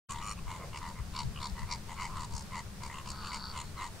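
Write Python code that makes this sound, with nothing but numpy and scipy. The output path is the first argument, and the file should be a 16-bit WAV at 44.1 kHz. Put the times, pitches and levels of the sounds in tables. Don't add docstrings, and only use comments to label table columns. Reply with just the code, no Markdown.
import sys
import numpy as np
from scipy import signal
from scipy.fft import rfft, irfft, next_fast_len
from scipy.io import wavfile
from scipy.ndimage import map_coordinates

SR = 44100
rng = np.random.default_rng(int(sys.argv[2]) if len(sys.argv) > 2 else 0)


def bounce(signal):
    frames = np.transpose(np.atleast_2d(signal))
    limited = np.clip(frames, -1, 1)
    pcm = np.round(limited * 32767).astype(np.int16)
    wavfile.write(sys.argv[1], SR, pcm)


N = 176400
T = np.arange(N) / SR

# centre of a honk in seconds, length in seconds, puffs per second, first, second and rasp
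# resonance in Hz, then relative levels in dB of the first, second, third, rasp and hiss bands.
HONK_CALLS = [(0.109, 0.084, 77, 1173, 2400, 4440, -45.5, -60, -57, -60, -50),
              (0.174, 0.16, 72.75, 1040, 2020, 3700, -47.5, -58.5, -70, -59.5, -65),
              (0.391, 0.028, 77, 1160, 2540, 5100, -55.5, -58.5, -69, -79, -78),
              (0.528, 0.14, 86.6, 1045, 2147, 3900, -48, -56.5, -62.5, -63, -61),
              (0.624, 0.083, 88, 1145, 2120, 4040, -52, -59, -69, -78, -73),
              (0.761, 0.075, 73.4, 1037, 2160, 4920, -48.5, -54.5, -54, -56.5, -59.5),
              (0.866, 0.13, 84.6, 1050, 1970, 4530, -46.5, -57, -65.5, -61, -64.5),
              (0.99, 0.092, 94.1, 1090, 2100, 5200, -55, -60, -75, -78, -76),
              (1.192, 0.11, 73.8, 1050, 2200, 4560, -43.5, -56, -54.5, -46.5, -55),
              (1.376, 0.057, 72.7, 1220, 2520, 3900, -54, -61, -53, -71, -76),
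              (1.444, 0.099, 74.4, 1080, 2170, 4330, -44.5, -58, -68, -47.5, -56.5),
              (1.607, 0.12, 78.4, 1050, 1940, 4530, -50.5, -55.5, -65, -62.5, -65),
              (1.726, 0.1, 88.7, 1033, 2160, 4780, -45.5, -50, -63, -45, -54.5),
              (1.919, 0.077, 85.3, 1008, 2030, 3730, -49, -57, -62, -66, -59.5),
              (2.033, 0.135, 90.2, 1048, 2135, 4860, -43.5, -48.5, -56.5, -54.5, -56.5),
              (2.13, 0.1, 103.6, 1120, 2260, 4450, -49.5, -69, -72, -84, -81.5),
              (2.209, 0.13, 79, 1082, 1940, 4400, -45, -60, -62.5, -56, -56.5),
              (2.367, 0.14, 70.5, 1016, 2160, 5070, -52.5, -71, -70, -53.5, -54),
              (2.569, 0.11, 84.5, 1060, 2040, 4520, -44.5, -50, -60, -57, -57),
              (2.851, 0.084, 70.9, 1054, 2200, 4670, -49, -57, -65, -57, -57.5),
              (2.929, 0.09, 70.5, 1065, 2020, 3700, -52, -54, -65, -73, -63.5),
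              (2.972, 0.12, 70.95, 1123, 1980, 3700, -49, -61, -56.5, -67, -63.5),
              (3.09, 0.087, 71.2, 1097, 2350, 4830, -50.5, -64, -59, -51.5, -53.5),
              (3.26, 0.1, 83.9, 1290, 2480, 4320, -48.5, -64, -57.5, -57, -59.5),
              (3.346, 0.086, 76.4, 1064, 2180, 4740, -46.5, -51.5, -56.5, -51.5, -53.5),
              (3.59, 0.12, 78, 1072, 2110, 4060, -46.5, -56, -56, -55, -53.5),
              (3.833, 0.13, 94, 1070, 2010, 4240, -43.5, -51.5, -58.5, -58, -57.5)]
# frequency ratio, width in Hz, gain in dB.
THROAT_MODES = [(0.92, 194, 16.5), (1.11, 265, 4), (1.33, 420, -7.5)]
RASP_MODES = [(.85, 704, 2), (1.01, 1090, 8.5), (1.24, 720, -2)]
# centre in Hz, width in Hz, gain in dB.
HISS_MODES = [(5870, 680, -5.5), (6950, 1150, 4.5), (8280, 1830, -1), (9800, 2400, -19)]
BRAY_THROAT_MODES = [(950, 300, -12.5), (1187, 230, 0.5), (1950, 88, -13.5), (2350, 470, -12.5),
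                     (2910, 300, -14)]
BRAY_BILL_MODES = [(4330, 670, -3), (5580, 550, 1), (6950, 800, 0.5), (8730, 2000, -5.5)]
GROWL_THROAT_MODES = [(956, 270, -1), (1290, 360, -1.5), (1470, 94, -9)]
GROWL_BUZZ_MODES = [(4570, 670, -0.5), (3920, 1300, -14)]
# time in seconds, throat level in dB, bill level in dB.
BRAY_ENVELOPE = [(.208, -50, -69), (.225, -43.5, -54), (.275, -42.5, -47.5), (.318, -44.5, -46.5),
                 (.342, -49, -56)]
# time in seconds, relative level in dB.
GROWL_ENVELOPE = [(3.111, -42), (3.19, -39.5), (3.25, -37.5), (3.31, -37), (3.39, -40.5), (3.46, -37.5),
                  (3.515, -42.5), (3.58, -40)]
BUZZ_ENVELOPE = [(3.12, -5), (3.26, -3.5), (3.42, 1.5), (3.515, 3), (3.535, -11)]
WIND_ENVELOPE = [(.1, -47), (.8, -47), (1.3, -45.5), (1.65, -45.5), (1.9, -47), (2.35, -46), (2.8, -48),
                 (4, -48.3)]
# start in seconds, length in seconds, first and last pitch in Hz, level in dB.
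WHISTLE_NOTES = [(3.629, 0.074, 4400, 4130, -60), (3.769, 0.055, 4170, 3760, -51.5)]
# centre and half length in seconds, frequency in Hz, relative level in dB.
WIND_BUMPS = [(0.478, 0.022, 54.7, -36), (1.015, 0.021, 68, -36.5), (1.265, 0.023, 131, -32.5),
              (1.281, 0.043, 64.5, -36.5), (1.534, 0.014, 56, -32), (1.637, 0.021, 69, -34),
              (2.345, 0.015, 68, -34)]
# centre and half length in seconds, level in dB.
WADING_SLOSHES = [(.63, 0.08, -52.5)]
# frequency in Hz, relative level in dB.
WIND_SPECTRUM = [(20, 2.5), (35, -5.5), (65, 1), (100, -1.5), (150, -5), (205, -5), (260, -31.5),
                 (400, -28), (900, -73)]
WATER_SPECTRUM = [(100, 9.5), (260, 3), (500, 1), (800, -0.5), (1400, -2.5), (2200, -5.5), (3200, -8),
                  (4800, -6), (7000, -9.5), (9000, -9.5), (11000, -15.5), (15500, -19)]
# frequency in Hz, correlation.
WIND_COHERENCE = [(30, 1), (100, 0.95), (220, 0.78)]
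WATER_COHERENCE = [(200, 0.56), (1000, 0.5), (4000, 0.1), (12000, 0.033)]

PUFF_SAMPLES, SCATTER_DB = 1024, 1.35
THROAT_DECAY_S, RASP_DECAY_S, HISS_DECAY_S = .0048, .0024, .002
EASY_JITTER_S, FORCED_JITTER_S = .00007, .00022
EASY_NOISE, FORCED_NOISE = .16, .28


def honk(t, length, rate, first_hz, second_hz, rasp_hz, levels_db):
    index = np.arange(-9, 10)
    jitter, scatter, edge, waver, accent, twang, stumble = rng.standard_normal((7, len(index)))
    effort = np.interp(levels_db[0], (-48.5, -44), (0, 1))
    noise = np.interp(effort, (0, 1), (EASY_NOISE, FORCED_NOISE))
    times = index / rate * (1 + .45 * effort * index / rate)
    times += np.interp(effort, (0, 1), (EASY_JITTER_S, FORCED_JITTER_S)) * jitter
    when, starts = times[:, None], times - t[0]

    def swell(lag_s, edge_db, shape):
        fall_db = edge_db * np.abs(2 * (times - lag_s) / length) ** shape
        return amp(np.maximum(SCATTER_DB * scatter - fall_db, -120))

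    drift = .014 * waver[:, None]
    first = first_hz * np.exp(drift - 1.5 * effort * when)
    second = second_hz * np.exp(drift - .45 * effort * when)
    rasp = rasp_hz * np.exp(2.4 * np.minimum(when + .0082, 0))
    throat_modes = [(first * ratio, width, db) for ratio, width, db in THROAT_MODES]
    rasp_modes = [(rasp * ratio, width, db) for ratio, width, db in RASP_MODES]
    overtones = swell(lag_s=-.0054, edge_db=20.5, shape=3.04)
    first_puffs = with_after_snaps(starts - .003, swell(-.004, 15.5, 2.9), stumble)
    second_puffs = with_after_snaps(starts - .002, amp(SCATTER_DB * accent) * overtones, stumble)
    bite = amp(3 * edge)
    blur = 1.48 + .7 * np.clip((levels_db[0] - max(levels_db[3:])) / 14, 0, 1)
    bands = [
        (*first_puffs, throat_modes, THROAT_DECAY_S, noise),
        (*second_puffs, [(second, 380, 0)], THROAT_DECAY_S, noise),
        (starts - .0008, amp(SCATTER_DB * twang) * overtones, [(2857, 700, 0)], .004, 3 * noise),
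        (starts - .0003, bite * swell(.002, 16.5, 1.9), rasp_modes, blur * RASP_DECAY_S, .92),
        (starts, bite * swell(.0064, 19, 1.9), HISS_MODES, blur * HISS_DECAY_S, .75)]
    voice = sum(amp(db) * puff_train(*band, samples=len(t)) for db, band in zip(levels_db, bands))
    return voice * np.sqrt(length * SR / len(t))


def honks():
    flock = np.zeros(N)
    for centre, length, rate, first_hz, second_hz, rasp_hz, *levels_db in HONK_CALLS:
        near = np.abs(T - centre) < .12
        flock[near] += honk(T[near] - centre, length, rate, first_hz, second_hz, rasp_hz, levels_db)
    return amp(.2) * flock


def with_after_snaps(starts, sizes, stumble, delay_s=.0045, jitter_s=.0005):
    return np.r_[starts, starts + delay_s + jitter_s * stumble], np.r_[sizes, amp(-5) * sizes]


def puff_train(starts, sizes, modes, decay_s, noise_share, samples=N):
    t = np.arange(PUFF_SAMPLES) / SR - .006
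    envelope = np.where(t < 0, np.exp(-(t / decay_s) ** 2), np.exp(-np.abs(t) / decay_s))
    turbulence = unit(envelope * rng.standard_normal((len(starts), PUFF_SAMPLES)))
    snap = unit(signal.unit_impulse(PUFF_SAMPLES, np.argmin(np.abs(t))))
    drive = rfft(np.sqrt(noise_share) * turbulence + np.sqrt(1 - noise_share) * snap)
    puffs = irfft(drive * np.resize(resonances(modes), drive.shape))
    puffs *= (sizes / np.linalg.norm(puffs, axis=1))[:, None]
    onsets = np.round((starts[:, None] + t[0]) * SR).astype(int)
    positions = np.clip(onsets + np.arange(PUFF_SAMPLES), 0, samples)
    return unit(np.bincount(positions.ravel(), puffs.ravel(), samples + 1)[:samples])


def resonances(modes):
    f = np.fft.rfftfreq(PUFF_SAMPLES, 1 / SR)
    gain = sum(amp(db) * (f * width / np.hypot(hz * hz - f * f, f * width)) ** 3
               for hz, width, db in modes)
    cepstrum = irfft(np.log(gain + 1e-3))
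    lag = np.arange(PUFF_SAMPLES)
    causal_fold = np.where(lag < PUFF_SAMPLES // 2, 2 - (lag == 0), 0)
    return np.exp(rfft(cepstrum * causal_fold))


def bray(puff_hz=103.6):
    knots, throat_db, bill_db = np.transpose(BRAY_ENVELOPE)
    times = np.arange(knots[0], knots[-1], 1 / puff_hz)
    jitter, scatter = rng.standard_normal((len(times), 2)).T
    times += EASY_JITTER_S * jitter
    sizes = amp(SCATTER_DB * scatter)
    throat = puff_train(times - .003, sizes, BRAY_THROAT_MODES, THROAT_DECAY_S, FORCED_NOISE)
    bill = puff_train(times, sizes, BRAY_BILL_MODES, HISS_DECAY_S, noise_share=.8)
    voice = amp(np.interp(T, knots, throat_db)) * throat + amp(np.interp(T, knots, bill_db)) * bill
    return voice * np.sqrt((knots[-1] - knots[0]) * SR / N)


def growl(cycle_hz=67.75, gap_s=.0047, jitter_s=.00014):
    knots, db = np.transpose(GROWL_ENVELOPE)
    cycles = np.arange(knots[0], knots[-1], 1 / cycle_hz)
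    times = (cycles[:, None] + gap_s * np.arange(3)).ravel()
    jitter, scatter = rng.standard_normal((len(times), 2)).T
    times += jitter_s * jitter
    accents = np.tile([[.5, 1, .8], [.8, 1, .25]], len(cycles))
    throat_sizes, buzz_sizes = amp(SCATTER_DB * scatter) * accents
    throat = puff_train(times, throat_sizes, GROWL_THROAT_MODES, RASP_DECAY_S, noise_share=.4)
    buzz = puff_train(times, buzz_sizes, GROWL_BUZZ_MODES, decay_s=.0008, noise_share=.4)
    buzz *= amp(np.interp(T, *np.transpose(BUZZ_ENVELOPE)))
    level = amp(np.interp(T, knots, db) - 10.5) * np.sqrt((knots[-1] - knots[0]) * SR / N)
    return level * (throat + buzz)


def far_whistle():
    notes = np.zeros(N)
    for start, length, from_hz, to_hz, db in WHISTLE_NOTES:
        progress = np.clip((T - start) / length, 0, 1)
        hz = from_hz + (to_hz - from_hz) * progress + 90 * wobble(500)
        envelope = amp(db) * np.sqrt(np.abs(np.sin(np.pi * progress)))
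        notes += envelope * np.sin(2 * np.pi * np.cumsum(hz) / SR)
    return notes


def lagoon(voices, tail_s=.09, wet_db=-14, spacing_s=.000653):
    t = T[:SR // 2]
    tail = rng.standard_normal((2, len(t))) * amp(-60 * t / tail_s)
    wet = signal.fftconvolve(voices[None], tail / np.linalg.norm(tail[0]), axes=1)[:, :N]
    wet = filtered(wet, lambda f: amp(wet_db + along([(1500, 0), (7000, -3)], f)))
    spread_db = [(1000, -30), (4000, -8), (8000, -2.5)]
    side = filtered(voices, lambda f: 1j * np.sin(2 * np.pi * f * spacing_s) * amp(along(spread_db, f)))
    return voices * amp([[1], [-1]]) + np.array([side, -side]) + wet


def wind():
    level = amp(np.interp(T, *np.transpose(WIND_ENVELOPE)) + 2 + wobble(16))
    rumble = level * stereo_noise(WIND_SPECTRUM, WIND_COHERENCE)
    bumps = np.zeros((2, N))
    for centre, half_s, hz, db in WIND_BUMPS:
        phase = 2 * np.pi * hz * (T - centre) + rng.uniform(0, 2 * np.pi)
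        waver = 1.2 * np.array([wobble(100), wobble(80)])
        bumps += bell_curve(centre, half_s, db) * np.sin(phase + waver)
    return rumble * amp([[1.7], [-2]]) + bumps * amp([[5], [-2]])


def water():
    wash = amp(-50.5 + .6 * wobble(23.81)) * stereo_noise(WATER_SPECTRUM, WATER_COHERENCE)
    stir = sum(bell_curve(*row) for row in WADING_SLOSHES) * amp(2.5 * wobble(70.3))
    slosh = stereo_noise([(200, -17), (420, -6), (560, 1), (800, -6), (2000, -38)], [(500, .88)])
    return wash + stir * slosh


def stereo_noise(spectrum, coherence):
    def response(f):
        angle = np.arccos(along(coherence, f)) / 2
        return amp(along(spectrum, f)) * np.array([np.cos(angle), np.sin(angle)])
    mid, side = filtered(rng.standard_normal((2, N)), response)
    return unit(np.array([mid + side, mid - side]))


def bell_curve(centre, half_s, db):
    return amp(db) * np.exp(-((T - centre) / half_s) ** 2)


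def wobble(rate):
    return map_coordinates(rng.standard_normal(int(N * rate / SR) + 4), [T * rate])


def filtered(x, response):
    n = x.shape[-1]
    padded = next_fast_len(n + 4096)
    return irfft(rfft(x, padded) * response(np.fft.rfftfreq(padded, 1 / SR)), padded)[..., :n]


def along(points, hz):
    f, values = np.transpose(points)
    return np.interp(np.log(hz + 1), np.log(f + 1), values)


def amp(db):
    return 10 ** (np.asarray(db) / 20)


def unit(x):
    return x / np.sqrt(np.mean(x ** 2) + 1e-20)


def scene():
    return lagoon(honks() + bray() + growl() + far_whistle()) + wind() + water()


def record(dry, start_s=.087, fade_s=.014, top_hz=15750):
    return filtered(dry * np.clip((T - start_s) / fade_s, 0, 1), lambda f: f < top_hz)


dry = scene()
out = record(dry)
bounce(out)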